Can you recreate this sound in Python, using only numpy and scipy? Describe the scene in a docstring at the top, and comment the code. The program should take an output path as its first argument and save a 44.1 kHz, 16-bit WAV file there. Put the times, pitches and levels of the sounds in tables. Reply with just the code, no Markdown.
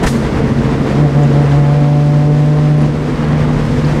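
"""Inside an old van on a country road: tyres rumble and roar, wind hisses, the driveline hums.
At the start a bump jolts and rattles the body. After a second the engine takes up load with a brief
judder, then booms in the cab as it slowly gains speed, its exhaust overtones sliding through cab
resonances. Near three seconds it eases off and two smaller bumps follow.
Loose fittings tick now and then."""
import sys
import numpy as np
from scipy import signal
from scipy.fft import rfft, irfft
from scipy.io import wavfile
from scipy.ndimage import uniform_filter1d

SR = 44100
rng = np.random.default_rng(int(sys.argv[2]) if len(sys.argv) > 2 else 0)


def transcribe(signal):
    """Save signal, clipped to [-1, 1], as a 16-bit WAV file at the path in sys.argv[1]."""
    frames = np.atleast_2d(signal).T
    limited = np.clip(frames, -1, 1)
    pcm = np.round(limited * 32767).astype(np.int16)
    wavfile.write(sys.argv[1], SR, pcm)


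N = 176400
TIME_S = np.arange(N) / SR


def amp(db):
    """Decibels to gain."""
    return 10 ** (np.asarray(db) / 20)


def curve(table, column=1):
    """One table column, interpolated linearly in time."""
    rows = np.array(table, float)
    return np.interp(TIME_S, rows[:, 0], rows[:, column])


def shaped(x, gain):
    """Filters x by gain(Hz); rms 1."""
    y = irfft(rfft(x) * gain(np.fft.rfftfreq(N, 1 / SR) + 1e-3), N)
    return y / np.sqrt(np.mean(y ** 2) + 1e-20)


def coloured(x, spectrum):
    """Filters x through (Hz, dB) points; rms 1."""
    hz, db = np.transpose(spectrum)
    return shaped(x, lambda f: amp(np.interp(np.log(f), np.log(hz), db, right=-100)))


def white():
    """White noise."""
    return rng.standard_normal(N)


def drift(rate_hz):
    """Slow random motion; rms 1."""
    return shaped(white(), lambda f: 1 / (1 + (f / rate_hz) ** 4))


def tone(phase, waver, waver_hz):
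    """Sinusoid wavering in level and phase; rms near 1."""
    phase = phase + rng.uniform(0, 2 * np.pi)
    in_phase = (1 + waver * drift(waver_hz)) * np.cos(phase)
    quadrature = waver * drift(waver_hz) * np.sin(phase)
    return np.sqrt(2) * (in_phase + quadrature)


def resonance(hz, centre_hz, width_hz):
    """Gain of one resonance, 1 at its centre."""
    return 1 / np.sqrt(1 + (2 * (hz - centre_hz) / width_hz) ** 2)


def burst(start_s, rise_s, decay_s):
    """Envelope: linear rise, exponential fall."""
    t = TIME_S - start_s
    return np.clip(t / rise_s, 0, 1) * np.exp(-np.maximum(t - rise_s, 0) / decay_s)


# Each row: time in seconds, relative road roar level in dB, relative wind hiss level in dB.
ROAR_WIND_DB = [(0, -27, -40.5), (.2, -28, -38), (.42, -26, -39), (.57, -28, -38), (.7, -26.5, -39.5),
                (.8, -28.5, -40.5), (.92, -26, -37), (1.05, -27.5, -40), (1.2, -29.5, -39.5),
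                (1.45, -27, -38.5), (1.65, -29.5, -41), (2.0, -32.5, -42), (2.35, -32, -41),
                (2.5, -32, -41.5), (2.97, -30.5, -41), (3.22, -28, -40), (3.32, -26, -40.5),
                (3.5, -27.5, -40), (3.72, -29, -38), (3.92, -27, -37), (4, -28, -39)]
# Each row: frequency in Hz, relative spectral density in dB.
ROAR_SPECTRUM = [(200, -33.5), (500, 5), (800, 2.5), (1100, 1), (1400, -3), (1950, -3.5), (2500, -11.5),
                 (3500, -17), (7000, -37.5)]
WIND_SPECTRUM = [(1000, -19), (2500, 3), (3500, 0), (5000, -1.5), (6500, -6), (8800, -11), (10500, -18),
                 (13000, -24.5), (16000, -28.5)]

def roar_and_wind(firing_phase):
    """Road roar throbs with the engine, wind hisses at the window; both flutter together."""
    throb = 1 + 0.055 * np.cos(firing_phase / 2) + 0.13 * np.cos(firing_phase)
    flutter = drift(rate_hz=12)
    roar_db = curve(ROAR_WIND_DB, column=1) + 2.5 + 0.79 * flutter
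    wind_db = curve(ROAR_WIND_DB, column=2) + 1 + 0.77 * flutter
    roar = coloured(white(), ROAR_SPECTRUM) * throb * amp(roar_db)
    wind = coloured(white(), WIND_SPECTRUM) * amp(wind_db)
    return roar + wind


def trim_rattle(taps_per_s=45, decay_s=0.0045):
    """Faint random chatter of the trim, following the wind hiss in colour and level."""
    hits = rng.random(N) < taps_per_s / SR
    strength_db = 8.3 * np.minimum(rng.exponential(1, N), 3)
    envelope = signal.lfilter([1], [1, -np.exp(-1 / (decay_s * SR))], hits * amp(strength_db))
    chatter = coloured(envelope * white(), WIND_SPECTRUM)
    return chatter * amp(curve(ROAR_WIND_DB, column=2) - 15)


# Each row: start in seconds, level in dB, ring frequency in Hz.
FITTING_TICKS = [(1.232, -35, 7000), (1.516, -29, 3380), (2.782, -47, 10000), (2.817, -40.5, 9450),
                 (3.157, -33, 4600), (3.245, -36, 4200), (3.846, -30.5, 4500)]

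def fitting_tick(start_s, level_db, ring_hz):
    """A loose fitting taps and rings briefly."""
    ring = shaped(white(), lambda f: resonance(f, ring_hz, width_hz=0.192 * ring_hz) ** 2)
    return amp(level_db) * burst(start_s, rise_s=0.0014, decay_s=0.0045) * ring


# Each row: time in seconds, relative level in dB.
RUMBLE_LEVEL_DB = [(0, -21.5), (.15, -22.5), (.42, -16), (.9, -21.5), (1.3, -28), (1.5, -20), (1.95, -32),
                   (2.15, -25), (2.7, -27), (2.87, -21.5), (3.15, -21.5), (3.65, -18), (4, -18)]
BODY_LEVEL_DB = [(0, -17), (.4, -15), (.75, -14.5), (1.0, -14.5), (1.15, -17), (1.35, -14.5), (1.7, -21),
                 (2.2, -21.5), (2.6, -23), (2.8, -19.5), (3.1, -18), (3.25, -19), (3.4, -17.5), (3.52, -16),
                 (3.7, -19), (4, -16.5)]
# Each row: frequency in Hz, relative spectral density in dB.
RUMBLE_SPECTRUM = [(10, -26), (24, -9), (40, -0.5), (65, -0.5), (100, -2.5), (140, 2.5), (200, -8),
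                   (400, -42.5)]
BODY_SPECTRUM = [(90, -35), (160, -1.5), (200, -5), (230, 4), (270, -1), (320, -1), (390, -5.5), (460, -7),
                 (540, -10.5), (700, -19), (1100, -32), (3000, -66.5)]

def body_rumble():
    """The wheels shake the floor; the body drones and one panel hums."""
    body_db = curve(BODY_LEVEL_DB)
    rumble = coloured(white(), RUMBLE_SPECTRUM) * amp(curve(RUMBLE_LEVEL_DB) + 0.5)
    drone = coloured(white(), BODY_SPECTRUM) * amp(body_db - 2)
    panel = shaped(white(), lambda f: resonance(f, centre_hz=447.8, width_hz=29) ** 2)
    return rumble + drone + panel * amp(body_db - 12)


# Each row: start in seconds, level in dB, rise and decay in seconds, low and high corner in Hz.
BUMP_JOLTS = [(.023, -6, 0.0099, .012, 185.2, 452), (.026, -16, 0.019, 0.016, 600, 1400),
              (.027, -28.5, .008, 0.025, 2500, 9000), (0.041, -8, 0.025, 0.019, 40, 110),
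              (0.061, -11, 0.016, 0.0047, 940, 1570), (0.059, -20.5, 0.013, 0.02, 2200, 7600),
              (.07, -26, 0.011, 0.057, 2980, 9900), (3.19, -27, 0.05, 0.015, 720, 950),
              (3.484, -17.5, 0.018, 0.023, 280.5, 397)]

def bump_jolt(start_s, level_db, rise_s, decay_s, low_hz, high_hz):
    """A bump makes body panels thud or clatter: a burst of band-passed noise."""
    def band(f):
        return 1 / np.sqrt((1 + (low_hz / f) ** 4) * (1 + (f / high_hz) ** 4.6) * (1 + (f / 10000) ** 6))
    return amp(level_db) * burst(start_s, rise_s, decay_s) * shaped(white(), band)


# Each row: multiple of the firing rate, relative level in dB.
DRIVELINE_ORDERS = [(1.65, 0), (3.3, -6.5)]
# Each row: time in seconds, relative level in dB.
DRIVELINE_LEVEL_DB = [(0, -24), (1.0, -27.5), (1.7, -25), (2.05, -31), (2.5, -23.5), (2.85, -30),
                      (3.25, -22), (3.55, -23.5), (4, -26.5)]

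def driveline_hum(firing_phase):
    """The driveline hums unsteadily, tracking engine speed."""
    hum = sum(amp(db) * tone(order * firing_phase, waver=0.36, waver_hz=7.4)
              for order, db in DRIVELINE_ORDERS)
    return amp(curve(DRIVELINE_LEVEL_DB)) * hum


# Each row: multiple of the firing rate, relative level in dB.
BLOCK_ORDERS = [(1.5, -25), (2, -34.5)]

def engine_block(firing_phase):
    """Unsteady block tones swell with the shaking of the body."""
    tones = sum(amp(db) * tone(order * firing_phase, waver=0.46, waver_hz=6.1)
                for order, db in BLOCK_ORDERS)
    body_db = curve(BODY_LEVEL_DB)
    return amp(body_db - body_db.max()) * tones


# Each row: multiple of the firing rate, relative level on resonance in dB,
# centre and width of the nearest cab resonance in Hz.
EXHAUST_ORDERS = [(.5, -24, 69.5, 3), (2, -22.5, 296, 18), (3, -31, 450, 8), (4, -26, 584, 37),
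                  (5, -29, 726, 32), (6, -33.5, 864, 14), (7, -40.5, 1044, 52), (9, -47, 1305, 28)]
# Each row: time in seconds, exhaust gain with load in dB.
LOAD_GAIN_DB = [(0, -22), (.82, -17.5), (.98, 2.5), (1.5, 1), (1.8, 0.5), (2.6, -1), (2.85, -1.5),
                (3.0, -17.5), (4, -20)]

def exhaust(firing_hz, firing_phase):
    """Exhaust overtones swell under load and slide through cab resonances."""
    overtones = np.zeros(N)
    for order, db, centre_hz, width_hz in EXHAUST_ORDERS:
        cab_gain = resonance(order * firing_hz, centre_hz, width_hz)
        overtones += amp(db) * cab_gain * tone(order * firing_phase, waver=0.074, waver_hz=11)
    return amp(curve(LOAD_GAIN_DB)) * overtones


# Each row: time in seconds, level in dB before the judder dips.
BOOM_LEVEL_DB = [(0, -21), (.13, -18.5), (.5, -15.5), (.72, -15), (.88, -21), (1.0, -8), (1.4, -8),
                 (2.0, -9.4), (2.8, -9.8), (3.11, -22.5), (3.33, -12), (3.6, -14.5), (3.7, -17.5), (4, -13)]

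def cab_boom(firing_phase):
    """The cab booms at the firing rate."""
    return amp(curve(BOOM_LEVEL_DB)) * tone(firing_phase, waver=0.0097, waver_hz=16)


def judder(start_s, rate_hz, decay_s):
    """Dying swing of the drivetrain as it takes up load."""
    t = np.maximum(TIME_S - start_s, 0)
    return np.sin(2 * np.pi * rate_hz * t) * np.exp(-t / decay_s)


# Each row: time in seconds, firing rate in Hz before the judder.
FIRING_RATE_HZ = [(0, 140), (.35, 138), (.88, 136.9), (1.02, 143.5), (1.5, 142.5), (1.75, 145),
                  (2.2, 146.9), (2.65, 149.6), (2.95, 148.5), (3.4, 149.6), (4, 149.6)]

def scene():
    """Everything heard from the front seat; mono."""
    swing = judder(start_s=0.98, rate_hz=5.41, decay_s=0.29)
    firing_hz = curve(FIRING_RATE_HZ) + 6.73 * swing
    firing_phase = 2 * np.pi * np.cumsum(firing_hz) / SR
    dip_db = 16 * np.minimum(swing, 0)  # the note dips in each trough
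    bumps = sum(bump_jolt(*row) for row in BUMP_JOLTS)
    ticks = sum(fitting_tick(*row) for row in FITTING_TICKS)
    note = amp(dip_db) * (cab_boom(firing_phase) + exhaust(firing_hz, firing_phase))
    machinery = engine_block(firing_phase) + driveline_hum(firing_phase)
    background = roar_and_wind(firing_phase) + body_rumble() + trim_rattle()
    return (background + ticks + bumps + machinery + note)[None]


def record(dry, limit_db=-1.5, recovery_db_per_s=24.5, cutoff_hz=15750):
    """Peak limiter with slow recovery, then clip and low-pass."""
    over_db = np.maximum(20 * np.log10(abs(dry[0]) + 1e-9) - limit_db, 0)
    recovery_db = TIME_S * recovery_db_per_s
    held_db = np.maximum.accumulate(over_db + recovery_db) - recovery_db
    duck_db = uniform_filter1d(held_db, size=200)
    limited = np.clip(dry * amp(-duck_db), -1, 1)
    low_pass = signal.firwin(511, cutoff_hz, window=("kaiser", 9), fs=SR)
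    return signal.oaconvolve(limited, low_pass[None], "same")


dry = scene()
out = record(dry)
transcribe(out)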